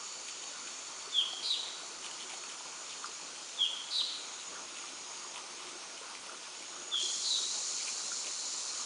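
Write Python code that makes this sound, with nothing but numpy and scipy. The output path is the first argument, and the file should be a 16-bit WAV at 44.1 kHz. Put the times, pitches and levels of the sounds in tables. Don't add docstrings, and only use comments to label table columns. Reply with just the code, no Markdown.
import sys
import numpy as np
from scipy import signal
from scipy.fft import rfft, irfft, next_fast_len
from scipy.io import wavfile
from scipy.ndimage import uniform_filter1d, map_coordinates

SR = 44100
rng = np.random.default_rng(int(sys.argv[2]) if len(sys.argv) > 2 else 0)


def put_to_file(sound):
    columns = np.atleast_2d(sound).T
    safe = np.clip(columns, -1, 1)
    whole_steps = np.round(safe * 32767)
    wavfile.write(sys.argv[1], SR, whole_steps.astype(np.int16))


N = 390285

# frequency in Hz, relative level in dB.
HUSH_EQ = [(15, -58), (25, -25), (91, -21.5), (171, -12.5), (300, -5.5), (380, -4.5), (485, -4.5),
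           (679, -4), (741, -5.5), (885, -1.5), (1240, -1.1), (1350, -2.5), (1460, -1), (1560, -7.5),
           (1750, -9), (2300, -30)]
# time in seconds, level in dB.
HUSH_RIDE = [(0, -53.5), (1.2, -52.5), (2.5, -52.5), (3.4, -53), (4.1, -52.5), (5.1, -52), (6.4, -53.5),
             (7.3, -53), (8.85, -52.5)]
# frequency in Hz, relative level in dB.
CANOPY_EQ = [(1300, -35.5), (1600, -14.5), (1900, -4), (2400, -0.5), (3400, -0.5), (4800, 0.7), (5700, 2),
             (6100, 0.5), (6350, 6), (6600, 0), (7200, 0.5), (7700, -6), (8600, -5.5), (10200, -9)]
# time in seconds, level in dB.
CANOPY_RIDE = [(0, -47.5), (2.5, -47.5), (4, -47.2), (4.9, -47.5), (5.6, -47), (6.4, -48), (8.85, -46.5)]
# start in seconds, end in seconds, level in dB.
HUM_RISES = [(1.1, 2.5, -72.5), (4.6, 5.9, -70), (6.554, 7.146, -67)]
# frequency in Hz, relative level in dB.
FAR_CICADA_EQ = [(4500, -38), (5300, -13.5), (5700, -3), (6000, -2), (6400, -5), (7000, 4), (7350, 0.5),
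                 (7700, -11.5), (8300, -30)]
# start and end in seconds, gain in dB, fade in seconds.
WHINE_BOUTS = [(-.2, 1.047, -56, .1), (2.05, 3.252, -56, 0.17), (4.22, 5.363, -54.5, 0.1),
               (6.68, 7.704, -49.5, 0.61)]
# frequency in Hz, relative level in dB.
WHINE_EQ = [(5500, -38), (6150, -4), (6330, -5), (6500, -21), (6670, 7.5), (6840, 1.5), (6950, -12),
            (7150, -16), (7700, -37)]
# start in seconds, gain in dB, length in seconds, leaf resonance in Hz.
LEAF_RUSTLES = [(0.282, -48, 0.017, 3420), (0.418, -49, 0.02, 3000), (0.645, -54, 0.071, 2400),
                (1.32, -57, 0.021, 4200), (2.03, -51.5, 0.05, 3000), (2.199, -52, 0.046, 3400),
                (2.298, -51.5, 0.051, 2280), (2.892, -56.5, 0.052, 3000), (4.39, -59, 0.055, 3900),
                (4.758, -56, 0.038, 3400), (4.85, -59, .06, 3900), (5.343, -57, 0.052, 2600),
                (5.667, -53, 0.024, 2100), (7.772, -53, 0.06, 2240), (7.865, -51, 0.033, 2360),
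                (8.24, -53.5, 0.045, 2300)]
# frequency in Hz, gain in dB.
TRUNK_EQ = [(200, -6), (2600, -7), (3050, -2), (3450, 1.5), (3700, -3), (4100, 1), (5000, 0), (11000, 1.5)]
# start in seconds, relative level in dB, pitch in Hz.
TWIG_SNAPS = [(.285, -39, 3400), (1.327, -35, 4500), (2.113, -33, 3080), (2.333, -40, 3800),
              (2.438, -34.5, 2660), (2.895, -35, 3470), (3.059, -32, 4900), (4.39, -37, 3800),
              (4.744, -39, 3450), (5.978, -37.5, 3000), (6.152, -33.5, 2320), (6.625, -37, 2310)]
# start in seconds, relative level in dB, pitch in Hz.
WOOD_TAPS = [(1.074, -52, 404), (1.253, -41.5, 1065), (1.278, -44, 1100), (1.332, -45, 745),
             (1.8, -44, 1110), (1.832, -47, 706), (2.246, -53, 363), (2.335, -45, 765), (2.607, -44.5, 960),
             (2.655, -42, 1060), (3.043, -32.5, 1270), (3.085, -50.5, 410), (4.016, -41.5, 1090),
             (4.839, -41.5, 1210), (5.247, -41, 1090), (5.386, -43, 1180), (5.752, -52, 353),
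             (6.012, -48, 480), (6.294, -40, 1290), (6.345, -47, 1190), (6.942, -39, 1340),
             (7.030, -50, 358), (8.117, -38, 1400), (8.546, -44.5, 1000), (8.795, -42, 1200)]
# start and length in seconds, pitch before the release in Hz,
# easing of the slide from 0 to 1, peak gain in dB, attack in seconds, sag after the peak in dB,
# chuck gain in dB, echo send in dB.
WHISTLE_NOTES = [(1.123, 0.085, 3134, 0.06, -27.5, 0.077, 6, -38.5, -3),
                 (3.574, 0.072, 3096, 0.13, -29, 0.045, 3.5, -36.5, -2),
                 (6.911, .082, 3217, .7, -31, 0.034, 4.5, -49, -0.5)]
# start and length in seconds, opening pitch and pitch before the
# release in Hz, rasp gain in dB, attack in seconds, slur gain in dB, slur buzz from 0 to 1,
# chuck gain in dB, pitch that lingers in the echo in Hz, gain of that ring in dB.
RASP_NOTES = [(1.428, 0.11, 4440, 3676, -31.5, 0.029, -28.5, 0.43, -39.5, 3900, -5),
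              (3.907, .097, 4410, 3790, -29.5, 0.05, -27, .55, -38.5, 4100, 1),
              (7.23, .124, 4560, 3790, -30.5, .028, -30, 0.32, -46.5, 3790, 0.5)]
# frequency in Hz, gain in dB.
BEAK_EQ = [(1500, -8), (2700, -6.5), (3300, -1), (4050, -2), (4450, -6.5), (4800, -7), (5400, -3.5),
           (7000, 1.5), (10000, 5)]
# frequency in Hz, relative level in dB.
NEAR_CICADA_EQ = [(3000, -36), (3800, -9), (4000, -4.5), (4500, -2.5), (4750, -6), (5500, -3.5),
                  (6300, -1.5), (6850, 0), (7350, -1.5), (7700, -9), (8500, -14.5), (9200, -10),
                  (10200, -20)]

RELEASE_DROP = 0.1014


def amp(db):
    return 10 ** (np.asarray(db) / 20)


def unit(x):
    return x / np.sqrt(np.mean(x ** 2) + 1e-20)


def clock():
    return np.arange(N) / SR


def ride(rows):
    return np.interp(clock(), *np.transpose(rows))


def ramp(start, length):
    return np.clip((clock() - start) / length, 0, 1)


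def gate(start, end, fade):
    return np.clip(np.minimum(clock() - start, end - clock()) / fade + .5, 0, 1)


def wobble(rate):
    knots = rng.standard_normal(int(N * rate / SR) + 4)
    return unit(map_coordinates(knots, [clock() * rate]))


def filtered(x, response):
    size = next_fast_len(N + 8192)
    return irfft(rfft(x, size) * response(np.fft.rfftfreq(size, 1 / SR)), size)[..., :N]


def eq(x, curve):
    points_hz, db = np.transpose(curve)
    return filtered(x, lambda hz: amp(np.interp(np.log(hz + 1), np.log(points_hz), db, -120, -120)))


def coloured(x, curve):
    return unit(eq(x, curve))


def patchy_noise(depth_db):
    bins = signal.stft(rng.standard_normal(N), nperseg=512)[2]
    patches = uniform_filter1d(rng.standard_normal(bins.shape), size=5, axis=0)
    patches = uniform_filter1d(patches, size=9, axis=1)
    return signal.istft(bins * amp(depth_db * unit(patches)), nperseg=512)[1][:N]


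def narrow_band(hz, width_hz):
    phase = 2 * np.pi * np.cumsum(hz * np.ones(N)) / SR
    return unit(wobble(width_hz) * np.sin(phase) + wobble(width_hz) * np.cos(phase))


def resonate(x, hz, width_hz):
    return signal.lfilter(*signal.iirpeak(hz, hz / width_hz, fs=SR), x)


def woods(x, leaves_db, trunks_db, leaves_t60=0.18, trunks_t60=0.98, ring_hz=None, ring_db=0):
    t = np.arange(SR) / SR
    leaves = unit(rng.standard_normal(SR) * amp(-60 * t / leaves_t60))
    tail = amp(-60 * t / trunks_t60) * (1 - np.exp(-t / 0.03))
    trunks = eq(unit(rng.standard_normal(SR) * tail), TRUNK_EQ)[:SR]
    if ring_hz:
        trunks += amp(ring_db) * resonate(unit(rng.standard_normal(SR) * tail), ring_hz, width_hz=60)
    impulse = (amp(leaves_db) * leaves + amp(trunks_db) * trunks) / np.sqrt(SR)
    return x + signal.fftconvolve(x, impulse)[:N]


def forest_air():
    hush = amp(ride(HUSH_RIDE) + 0.5 * wobble(12)) * coloured(patchy_noise(depth_db=1.7), HUSH_EQ)
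    swells = sum(amp(db) * gate(start, end, fade=0.24) for start, end, db in HUM_RISES)
    hum = (amp(-76.5) + swells) * narrow_band(355, width_hz=45)
    canopy = amp(ride(CANOPY_RIDE)) * coloured(patchy_noise(depth_db=1.3), CANOPY_EQ)
    return hush + hum + canopy


def far_cicada(fade_db_per_s=1, sink_hz_per_s=48, stop_s=4.5):
    t = clock()
    level = amp(-51 - fade_db_per_s * t) * (1 - ramp(stop_s, length=.1))
    ring_hz = 4500 - sink_hz_per_s * t + 15 * wobble(200)
    ring = amp(-4 - 0.4 * t) * narrow_band(ring_hz, width_hz=165)
    hiss = coloured(patchy_noise(depth_db=1.3), FAR_CICADA_EQ)
    return level * (hiss + ring)


def whining_insect():
    bouts = sum(amp(db) * gate(start, end, fade) for start, end, db, fade in WHINE_BOUTS)
    tone = narrow_band(6720 + 57.3 * wobble(14), width_hz=42)
    hiss = coloured(patchy_noise(depth_db=3.0), WHINE_EQ)
    return bouts * (hiss + amp(-2.5) * tone)


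def leaf_rustles(stir_db=-60, ring_db=-6):
    crackle = rng.standard_normal(N) * np.abs(wobble(500))
    leaf_eq = [(300, -24), (700, -10.5), (1800, -5), (2400, 1.5), (3400, 3), (5000, -9), (10200, -5.5)]
    brush = coloured(crackle, leaf_eq)
    dry = amp(stir_db + 2.5 * wobble(22)) * brush
    for start, db, length, hz in LEAF_RUSTLES:
        ring = unit(resonate(brush, hz, width_hz=300))
        dry += amp(db) * gate(start, start + length, fade=0.02) * (brush + amp(ring_db) * ring)
    return woods(dry, leaves_db=-8.0, trunks_db=-9.0)


def twig_snaps(trim_db=-5, t60=0.0094):
    dry, t = np.zeros(N), np.arange(SR // 40) / SR
    for start, db, hz in TWIG_SNAPS:
        crack = np.sin(2 * np.pi * hz * t) + .5 * rng.standard_normal(len(t))
        dry[round(start * SR):][:len(t)] += amp(db + trim_db) * crack * amp(-60 * t / t60)
    bright = eq(dry, [(200, -13.0), (2000, 4.0), (11000, 8.0)])
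    return woods(bright, leaves_db=-1.0, trunks_db=-7.0)


def wood_taps(rise_cycles=1.53, decay_cycles=16.3, click_t60=.012):
    dry, t = np.zeros(N + SR), np.arange(SR // 20) / SR
    for start, db, hz in WOOD_TAPS:
        cycles = hz * t
        envelope = amp(-60 * cycles / decay_cycles) * (1 - np.exp(-(cycles / rise_cycles) ** 2))
        body = amp(db + 12) * np.sin(2 * np.pi * cycles) * envelope
        click = amp(db - 16 - 60 * t / click_t60) * rng.standard_normal(len(t))
        tap = body + click
        dry[round(start * SR):][:len(t)] += tap
        dry[round((start + .005) * SR):][:len(t)] += amp(-7.5) * tap
    return woods(dry[:N], leaves_db=-5.5, trunks_db=-14.5)


def syrinx(start, end, hz, db, buzz, release_s, flutter_hz, swing, rough):
    closing = ramp(end, release_s)
    hz = hz * (1 - RELEASE_DROP * closing)
    db = db - 6 * closing ** 1.17
    buzz = buzz + 0.8 * closing
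    flutter = np.sin(2 * np.pi * np.cumsum(flutter_hz * (1 + 0.18 * wobble(150))) / SR)
    pitch = hz * (1 + buzz * (swing * flutter + rough * wobble(900)) + 0.0041 * wobble(120))
    phase = 2 * np.pi * np.cumsum(pitch) / SR
    tone = np.sin(phase) + amp(-29) * np.sin(2 * phase) + amp(-37) * np.sin(3 * phase)
    hiss = amp(-25.5) * buzz * rng.standard_normal(N)
    envelope = amp(db) * (1 + 0.1 * buzz * flutter) * gate(start, end + release_s, fade=0.0031)
    return np.sqrt(2) * (tone + hiss) * envelope


def whistle(start, length, final_hz, ease, db, attack, sag_db, chuck_db, first_hz=3604, swell_db=18):
    end, slide = start + length, ramp(start, length)
    pitch = first_hz + (final_hz - first_hz) * slide * (1 + ease * (1 - slide))
    level = db - swell_db * (1 - ramp(start, attack)) ** 1.53 - sag_db * ramp(start + attack, 0.018)
    voice = syrinx(start, end, pitch, level, buzz=.25,
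                   release_s=0.011, flutter_hz=170, swing=.11, rough=.02)
    return voice + chuck(end, final_hz, chuck_db)


def chuck(start, hz, db, length=0.026, rate_hz=140, low_hz=2616, fade_db=7):
    t = np.arange(int(length * SR)) / SR
    dive = (t * rate_hz * (1 + 0.085 * rng.standard_normal())) % 1
    phase = 2 * np.pi * np.cumsum(hz + (low_hz - hz) * dive) / SR
    flicks = 2 * np.sin(phase) * np.abs(np.sin(np.pi * dive)) ** .5
    envelope = amp(db - fade_db * t / length) * signal.windows.tukey(len(t), .1)
    return np.interp(clock(), round(start * SR) / SR + t, flicks * envelope, left=0, right=0)


def rasp(start, length, first_hz, final_hz, rasp_db, attack, slur_db, slur_buzz, chuck_db):
    rasp_s, clear_s, rasp_buzz = .076, 0.0017, 0.92
    break_hz, slur_hz = 4188, 3980
    end = start + length
    cleared = ramp(start + rasp_s - clear_s, clear_s)
    slur = ramp(start + rasp_s, length - rasp_s)
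    pitch = first_hz + (break_hz - first_hz) * ramp(start, rasp_s)
    pitch += (slur_hz - break_hz) * cleared + (final_hz - slur_hz) * slur
    sag_db = 7.5 * ramp(start + attack, rasp_s - attack) ** 2
    swell_db = rasp_db - 6.5 * (1 - ramp(start, attack)) - sag_db
    level = swell_db * (1 - cleared) + (slur_db - 6 * slur) * cleared
    buzz = rasp_buzz + (slur_buzz - rasp_buzz) * cleared
    voice = syrinx(start, end, pitch, level, buzz,
                   release_s=.018, flutter_hz=300, swing=.114, rough=.024)
    return voice + chuck(end, final_hz * (1 - RELEASE_DROP), chuck_db)


def babbler():
    calls = np.zeros(N)
    for *note, echo_db in WHISTLE_NOTES:
        calls += woods(whistle(*note), leaves_db=0.5, trunks_db=echo_db,
                       leaves_t60=0.28, trunks_t60=0.94)
    for *note, ring_hz, ring_db in RASP_NOTES:
        calls += woods(rasp(*note), leaves_db=-4.0, trunks_db=-1.5,
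                       leaves_t60=0.34, trunks_t60=0.87, ring_hz=ring_hz, ring_db=ring_db)
    return eq(calls, BEAK_EQ)


def near_cicada(start_s=6.945, ease_off_s=7.72, sag_db=2.5):
    clicks = patchy_noise(depth_db=1) * amp(1.14 * wobble(400) + 0.18 * wobble(11))
    body = coloured(clicks, NEAR_CICADA_EQ) + amp(-14) * narrow_band(4220, width_hz=40)
    easing = 1 - np.exp(-np.maximum(clock() - ease_off_s, 0) / 0.28)
    return ramp(start_s, length=0.086) * amp(-38 - sag_db * easing) * body


def scene():
    insects = near_cicada() + far_cicada() + whining_insect()
    forest = wood_taps() + twig_snaps() + leaf_rustles() + forest_air()
    mono = babbler() + insects + forest
    return np.array([mono, mono])


def record(dry, cutoff_hz=10100):
    return filtered(dry, lambda hz: np.clip((cutoff_hz - hz) / 100 + .5, 0, 1))


dry = scene()
out = record(dry)
put_to_file(out)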